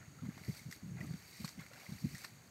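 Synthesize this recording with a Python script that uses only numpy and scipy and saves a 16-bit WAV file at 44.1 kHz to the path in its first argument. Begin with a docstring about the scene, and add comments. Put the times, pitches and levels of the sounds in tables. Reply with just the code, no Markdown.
"""Horse pawing a puddle

Out in a pasture, some way from the microphone, a horse paws a muddy puddle about every 0.7 s.
Each stroke churns the water, throws spray that patters back and ends in a sharp slap; a few bubbles
plop. Wind buffets the microphone in soft low flutters and bumps, over a faint insect trill and a
quiet, distant hiss."""
import sys
import numpy as np
from scipy import signal
from scipy.fft import rfft, irfft
from scipy.io import wavfile
from scipy.ndimage import uniform_filter1d

SR = 44100
rng = np.random.default_rng(int(sys.argv[2]) if len(sys.argv) > 2 else 0)


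def pcm_store(signal):
    """Save signal as 16-bit PCM."""
    levels = np.round(np.clip(np.atleast_2d(signal), -1, 1) * 32767)
    wavfile.write(sys.argv[1], SR, levels.astype(np.int16).T)


N = 110250
T = np.arange(N) / SR


def slaps(rise_s=0.00089, ring_width_hz=520):
    """Hoof and thrown water hit the puddle: fine splatter and the short ring of a trapped air pocket."""
    # slaps: start_s, level_db, decay_s, ring_hz, ring_over_splatter_db
    hits = [(0.253, -61, .004, 1097, 9), (.378, -64.5, 0.0041, 966, 12.5), (0.378, -67.5, 0.0047, 1970, 14),
            (.436, -60, .006, 2100, 9), (.447, -60.5, 0.0085, 4400, 4), (.575, -63, .007, 4540, -3),
            (0.7113, -52, 0.0052, 2000, 1), (.713, -56, .005, 5910, 2.5), (0.7246, -47.5, 0.0074, 1908, 5),
            (0.761, -57, 0.0034, 6560, -8), (1.005, -59, 0.0093, 2470, 8), (1.066, -60, 0.0037, 8320, 3.5),
            (1.4446, -51.5, 0.0062, 1124, 8), (1.4461, -50, 0.011, 4400, 8), (1.455, -57, .007, 2100, 6.5),
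            (1.477, -52.5, 0.008, 2070, 2), (1.489, -49, .004, 4570, 0), (1.593, -65, 0.018, 2090, 0),
            (1.608, -62.5, 0.0042, 1350, 9), (1.634, -69, .004, 2100, 13), (1.663, -57.5, 0.0034, 2030, 7),
            (1.733, -60.5, 0.011, 4240, 2.5), (1.798, -59, 0.007, 2110, 4), (2.147, -52, 0.007, 1680, -1),
            (2.181, -53, 0.011, 5480, -7), (2.236, -53, 0.0064, 4360, -11),
            (2.2434, -52.5, 0.011, 2112, 10), (2.247, -55.5, 0.0062, 1361, 5),
            (2.247, -61.5, .006, 676, 12), (2.476, -67.5, .003, 4400, 7.5)]
    # splatter spectrum: frequency_hz, gain_db
    spectrum = [(150, -22), (600, -15), (1000, -7), (1400, 1), (2200, 1), (3200, -7), (4400, 3.5),
                (6000, 0.5), (8500, -1), (10300, -10.5), (13000, -2), (14300, -18), (15700, -32)]
    splatter = colour(clumped(rng.standard_normal(N), patchy_db=2.5), spectrum)
    smooth = signal.butter(2, ring_width_hz / 2, fs=SR, output="sos")
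    out = np.zeros(N)
    for start, db, decay, hz, ring_db in hits:
        wobble = signal.sosfilt(smooth, rng.standard_normal(N) + 1j * rng.standard_normal(N))
        wobble /= np.sqrt(abs(wobble) + 1e-12)  # evens out the ring's loudness
        cavity = unit((wobble * np.exp(2j * np.pi * hz * T)).real)
        ring = amp(ring_db) * cavity * strike(start, rise_s, decay * 0.53)
        out += amp(db) * (splatter * strike(start, rise_s, decay) + ring)
    return out


def plops(rise_s=0.0044):
    """Single larger bubbles swell and ring out in the puddle."""
    # bubbles: start_s, level_db, pitch_hz, decay_s
    bubbles = [(.186, -55, 1290, .009), (.506, -52.5, 2090, .005), (.591, -52, 2100, 0.0036),
               (.986, -51, 680, 0.0036), (1.009, -40.5, 1917, 0.0035), (1.016, -54.5, 603, .007),
               (1.042, -56.5, 1227, .007), (1.593, -48, 2060, 0.005), (1.711, -51.5, 538, 0.0032),
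               (1.776, -57, 863, 0.0032), (1.822, -60, 735, .007), (1.858, -55, 1980, 0.0046),
               (2.150, -43.5, 1870, 0.0022)]
    out = np.zeros(N)
    for start, db, hz, decay in bubbles:
        t = np.maximum(T - start, 0)
        onset = np.minimum(t / rise_s, 1) * np.exp(np.minimum(t, rise_s) / decay)  # holds off the decay
        out += amp(db) * bubble(t, hz, decay) * onset
    return out


def spray(wash_gain=0.77):
    """Drops fall back on the puddle in clumps, over a finer wash."""
    # falling spray: time_s, level_db
    fall = [(0, -74.5), (.22, -73), (.36, -66.5), (.46, -61.5), (.58, -56.5), (.68, -70), (.74, -58),
            (.81, -73), (.96, -73), (1.02, -63.5), (1.25, -63), (1.42, -56.5), (1.5, -59), (1.57, -68),
            (1.61, -62), (1.69, -67), (1.86, -59.5), (2.04, -60.5), (2.21, -56), (2.27, -59.5), (2.33, -69),
            (2.5, -73)]
    # spray spectrum: frequency_hz, gain_db
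    spectrum = [(400, -20), (1500, -11.5), (2200, 5.5), (3350, -10.5), (4030, 1.5), (4230, -1.5),
                (4550, 8.5), (5050, -5), (5400, 1), (6000, -1), (7000, -5.5), (8500, -2), (10000, -12),
                (11500, -7), (12800, -2), (14200, -15), (15700, -9)]
    drops = unit(patter(per_s=3500, spread_db=3.5))
    wash = wash_gain * rng.standard_normal(N)
    return colour(clumped(drops + wash, patchy_db=2.5), spectrum) * level(fall)


def churn():
    """The leg stirs the water to froth and drags deep sloshes through it."""
    # churned water: time_s, level_db
    stirring = [(0, -62.5), (.12, -79), (.26, -67.5), (.31, -69.5), (.38, -62.5), (.58, -66.5), (.66, -75),
                (.93, -80), (.99, -60.5), (1.05, -68), (1.1, -64), (1.3, -71.5), (1.48, -65), (1.56, -80),
                (1.6, -57), (1.69, -72.5), (1.73, -61.5), (1.9, -62), (2.02, -71), (2.22, -62.5),
                (2.32, -71), (2.5, -87)]
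    # churn spectrum: frequency_hz, gain_db
    stir_spectrum = [(250, -34), (600, 2), (1000, -3.5), (1400, 3.5), (1700, 1.5), (2100, 6), (2600, -5),
                     (3300, -7), (6000, -16)]
    # deep sloshes: start_s, length_s, level_db
    sloshes = [(.22, 0.092, -61.5), (.965, .095, -57.5), (1.58, 0.063, -70), (1.71, 0.12, -72.5)]
    # slosh spectrum: frequency_hz, gain_db
    slosh_spectrum = [(50, -32), (200, 28), (400, 10), (700, 1), (1300, 0.5), (2200, -24), (5000, -50)]
    return froth(stir_spectrum) * level(stirring) + froth(slosh_spectrum) * swells(sloshes, edge_s=0.01)


def froth(spectrum, sizes=36, bubbles_per_s=1200, decay_cycles=4.3):
    """A crowd of small, quickly damped bubbles of many sizes."""
    t, out = T[:2048], np.zeros(N)
    for hz in np.geomspace(300, 4000, sizes):
        grain = unit(bubble(t, hz * rng.uniform(1.0, 1.04), decay_cycles / hz)) * np.sqrt(hz)
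        out += signal.oaconvolve(patter(bubbles_per_s / sizes, spread_db=3), grain)[:N]
    return colour(out, spectrum)


def bubble(t, hz, decay_s, glide_per_s=4.2):
    """A ringing bubble whose pitch climbs as it nears the surface."""
    return np.sin(2 * np.pi * hz * (t + glide_per_s * t * t / 2)) * np.exp(-t / decay_s)


def patter(per_s, spread_db):
    """Random clicks of either sign, a few much larger than the rest."""
    size = amp(spread_db * np.minimum(rng.exponential(1, N), 4))
    return size * rng.choice([-1., 1.], N) * (rng.random(N) < per_s / SR)


def clumped(x, patchy_db):
    """Drops land in clumps: patches a few hundred Hz wide and some ms long swell and fade at random."""
    bands = signal.stft(x, nperseg=256, noverlap=192)[2]
    patches = rng.standard_normal(bands.shape[::-1]).T
    patches = uniform_filter1d(patches, size=3, axis=0)  # across frequency
    patches = unit(uniform_filter1d(patches, size=7, axis=1))  # along time
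    return unit(signal.istft(bands * amp(patchy_db * patches), nperseg=256, noverlap=192)[1][:N])


def wind(steadiness=0.21, low_cut_hz=53.6):
    """Turbulence right at the microphone: flutters, a breeze and bumps, thinned by the wind filter."""
    # flutters: start_s, length_s, level_db
    gusts = [(.218, 0.091, -49), (.505, 0.035, -53.5), (.657, .047, -50), (.76, 0.015, -52),
             (.826, 0.15, -49.5), (.97, 0.194, -50.5), (1.397, .07, -51.5), (1.578, 0.045, -54.5),
             (1.655, 0.017, -54), (1.89, 0.078, -51), (2.02, 0.078, -50), (2.105, 0.061, -51)]
    # flutter spectrum: frequency_hz, gain_db
    gust_spectrum = [(20, -52), (40, -46), (65, -7), (100, -3), (145, 3), (190, -5), (250, -10), (330, -16),
                     (450, -32), (800, -57), (2000, -60)]
    # unbroken breeze: time_s, level_db
    breeze_levels = [(0, -58.5), (.55, -59.5), (.8, -70), (1.18, -61), (1.3, -65.5), (1.55, -63),
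                     (1.75, -64.5), (1.81, -74), (2.1, -62.5), (2.25, -64), (2.32, -63), (2.5, -65)]
    # breeze spectrum: frequency_hz, gain_db
    breeze_spectrum = [(20, -45), (40, -28), (70, -3), (110, 2), (160, 0), (220, -8), (300, -12),
                       (450, -24.5), (800, -61), (2000, -65)]
    eddies = signal.hilbert(colour(rng.standard_normal(N), gust_spectrum))
    flutter = unit(eddies.real / (abs(eddies) + 0.27) ** steadiness) * swells(gusts, edge_s=0.008)
    breeze = colour(rng.standard_normal(N), breeze_spectrum) * level(breeze_levels)
    wind_filter = signal.butter(2, low_cut_hz, "highpass", fs=SR, output="sos")
    return signal.sosfiltfilt(wind_filter, flutter + breeze + bumps())


def bumps(rise_share=0.84, sag_per_s=4.4, puff_db=-22.5):
    """Single pushes of air on the microphone: a low thump that sags in pitch, with a soft puff."""
    # bumps of air: peak_s, level_db, pitch_hz, fall_s
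    pushes = [(.084, -41.5, 130, 0.0048), (0.225, -37.5, 155, 0.0058), (0.237, -39.5, 202, 0.0046),
              (0.249, -41, 222, 0.0069), (.266, -39, 197, 0.0081), (.291, -32, 188, 0.0038),
              (.372, -42, 187, 0.0031), (.416, -44.5, 157, 0.0058), (.4845, -39.5, 290, 0.0032),
              (0.488, -29, 140, 0.0052), (0.497, -30, 163.5, 0.0095), (.617, -46.5, 134, 0.0036),
              (.666, -52, 158, 0.0085), (.691, -44, 173, .008), (.834, -38.5, 183, 0.0051),
              (.863, -42, 179, 0.0078), (0.894, -40.5, 180, 0.0084), (.922, -40, 162, 0.0088),
              (.956, -43, 162, 0.0095), (.981, -43, 164, 0.0033), (1.012, -37, 162, .005),
              (1.034, -40, 168, 0.0036), (1.047, -36.5, 190, 0.0034), (1.072, -39.5, 147, 0.0056),
              (1.095, -39.5, 170, 0.0026), (1.113, -34, 146, 0.0067), (1.143, -36, 182, 0.0059),
              (1.407, -42, 214, 0.0081), (1.447, -34, 175.5, 0.0061), (1.583, -44, 226, 0.0061),
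              (1.594, -40, 163, 0.0043), (1.895, -41.5, 169, 0.0038), (1.924, -35.5, 155, 0.0048),
              (2.0484, -27, 173, 0.0067), (2.057, -28.5, 207, 0.0031), (2.069, -34.5, 164, 0.0033),
              (2.147, -41, 133, 0.0049)]
    # puff spectrum: frequency_hz, gain_db
    spectrum = [(120, -18), (280, 6), (430, -1.5), (650, -17), (1500, -36)]
    puff = amp(puff_db) * colour(rng.standard_normal(N), spectrum)
    out = np.zeros(N)
    for peak, db, hz, fall in pushes:
        t = T - peak
        width = np.where(t < 0, rise_share * fall, fall)
        thump = np.cos(2 * np.pi * hz * (t - sag_per_s * t * t / 2))
        out += amp(db) * np.exp(-(t / width) ** 2) * (thump + puff)
    return out


def insect(level_db=-73, pitch_hz=6650, fall_hz=380, jitter_hz=125):
    """A thin trill in the grass: wing strokes pulse in groups, each stroke falling in pitch."""
    # swell and fade of the trill: time_s, gain_db
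    swell = [(0, 1.5), (.5, -1.5), (1, 0), (1.3, 0), (2.2, -2.5), (2.5, -2.5)]
    strokes_per_s, groups_per_s, group_depth = 53, 14.3, 0.32
    stroke = (T * strokes_per_s + rng.random()) % 1
    jitter = unit(uniform_filter1d(rng.standard_normal(N), size=60))
    hz = pitch_hz + fall_hz * (.5 - stroke) + jitter_hz * jitter
    groups = 1 + group_depth * np.sin(2 * np.pi * (groups_per_s * T + rng.random()))
    trill = np.sin(np.pi * stroke) * groups * np.sin(2 * np.pi * np.cumsum(hz) / SR)
    return amp(level_db) * level(swell) * unit(trill)


def pasture(x, echo_db=-17.5, t60_s=0.04):
    """Adds faint, short scatter from ground, fence and trees."""
    t = T[:SR // 4]
    tail = rng.standard_normal(len(t)) * amp(-60 * t / t60_s) * (t > .003)
    return x + amp(echo_db) * signal.fftconvolve(x, tail / np.linalg.norm(tail))[:N]


def distant_hiss(level_db=-64.5):
    """The steady hiss of the outdoors, far off."""
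    # hiss spectrum: frequency_hz, gain_db
    spectrum = [(20, -34), (60, -18), (150, 6.5), (300, 2.5), (500, -0.5), (1000, -3.5), (2000, -1.5),
                (3300, -11.5), (4000, -9), (4550, -4.5), (5100, -16), (6500, -4.5), (7400, -9),
                (10000, -16), (13000, -16.5), (15700, -18)]
    return amp(level_db) * colour(rng.standard_normal(N), spectrum)


def amp(db):
    """Decibels to gain."""
    return 10 ** (np.asarray(db) / 20)


def unit(x):
    """Scales to rms 1."""
    return x / np.sqrt(np.mean(x ** 2) + 1e-20)


def level(points):
    """Gain over time from points of time_s, level_db."""
    return amp(np.interp(T, *np.transpose(points)))


def colour(x, spectrum):
    """Filters x through points of frequency_hz, gain_db and scales it to rms 1."""
    hz, db = np.transpose(spectrum)
    bins_hz = np.fft.rfftfreq(len(x), 1 / SR)
    gain = amp(np.interp(np.log(bins_hz + 1), np.log(hz), db))
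    return unit(irfft(rfft(x) * gain, len(x)))


def strike(start_s, rise_s, decay_s):
    """Quick rise, exponential fall."""
    t = T - start_s
    return np.clip(t / rise_s, 0, 1) * np.exp(-np.maximum(t - rise_s, 0) / decay_s)


def swells(rows, edge_s):
    """Attack, hold and release for each row of start_s, length_s, level_db."""
    return sum(amp(db) * np.clip(np.minimum(T - start, start + length - T) / edge_s + .5, 0, 1)
               for start, length, db in rows)


def scene():
    """One microphone: puddle and insect out in the pasture, wind on the capsule, hiss behind."""
    hiss = distant_hiss()
    puddle = slaps() + plops() + spray() + churn()
    return (pasture(puddle + insect()) + wind() + hiss)[None]


def record(dry, cutoff_hz=15740):
    """The recorder's band limit."""
    lowpass = signal.firwin(511, cutoff_hz, window=("kaiser", 9), fs=SR)
    return signal.oaconvolve(dry, lowpass[None], "same")


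dry = scene()
out = record(dry)
pcm_store(out)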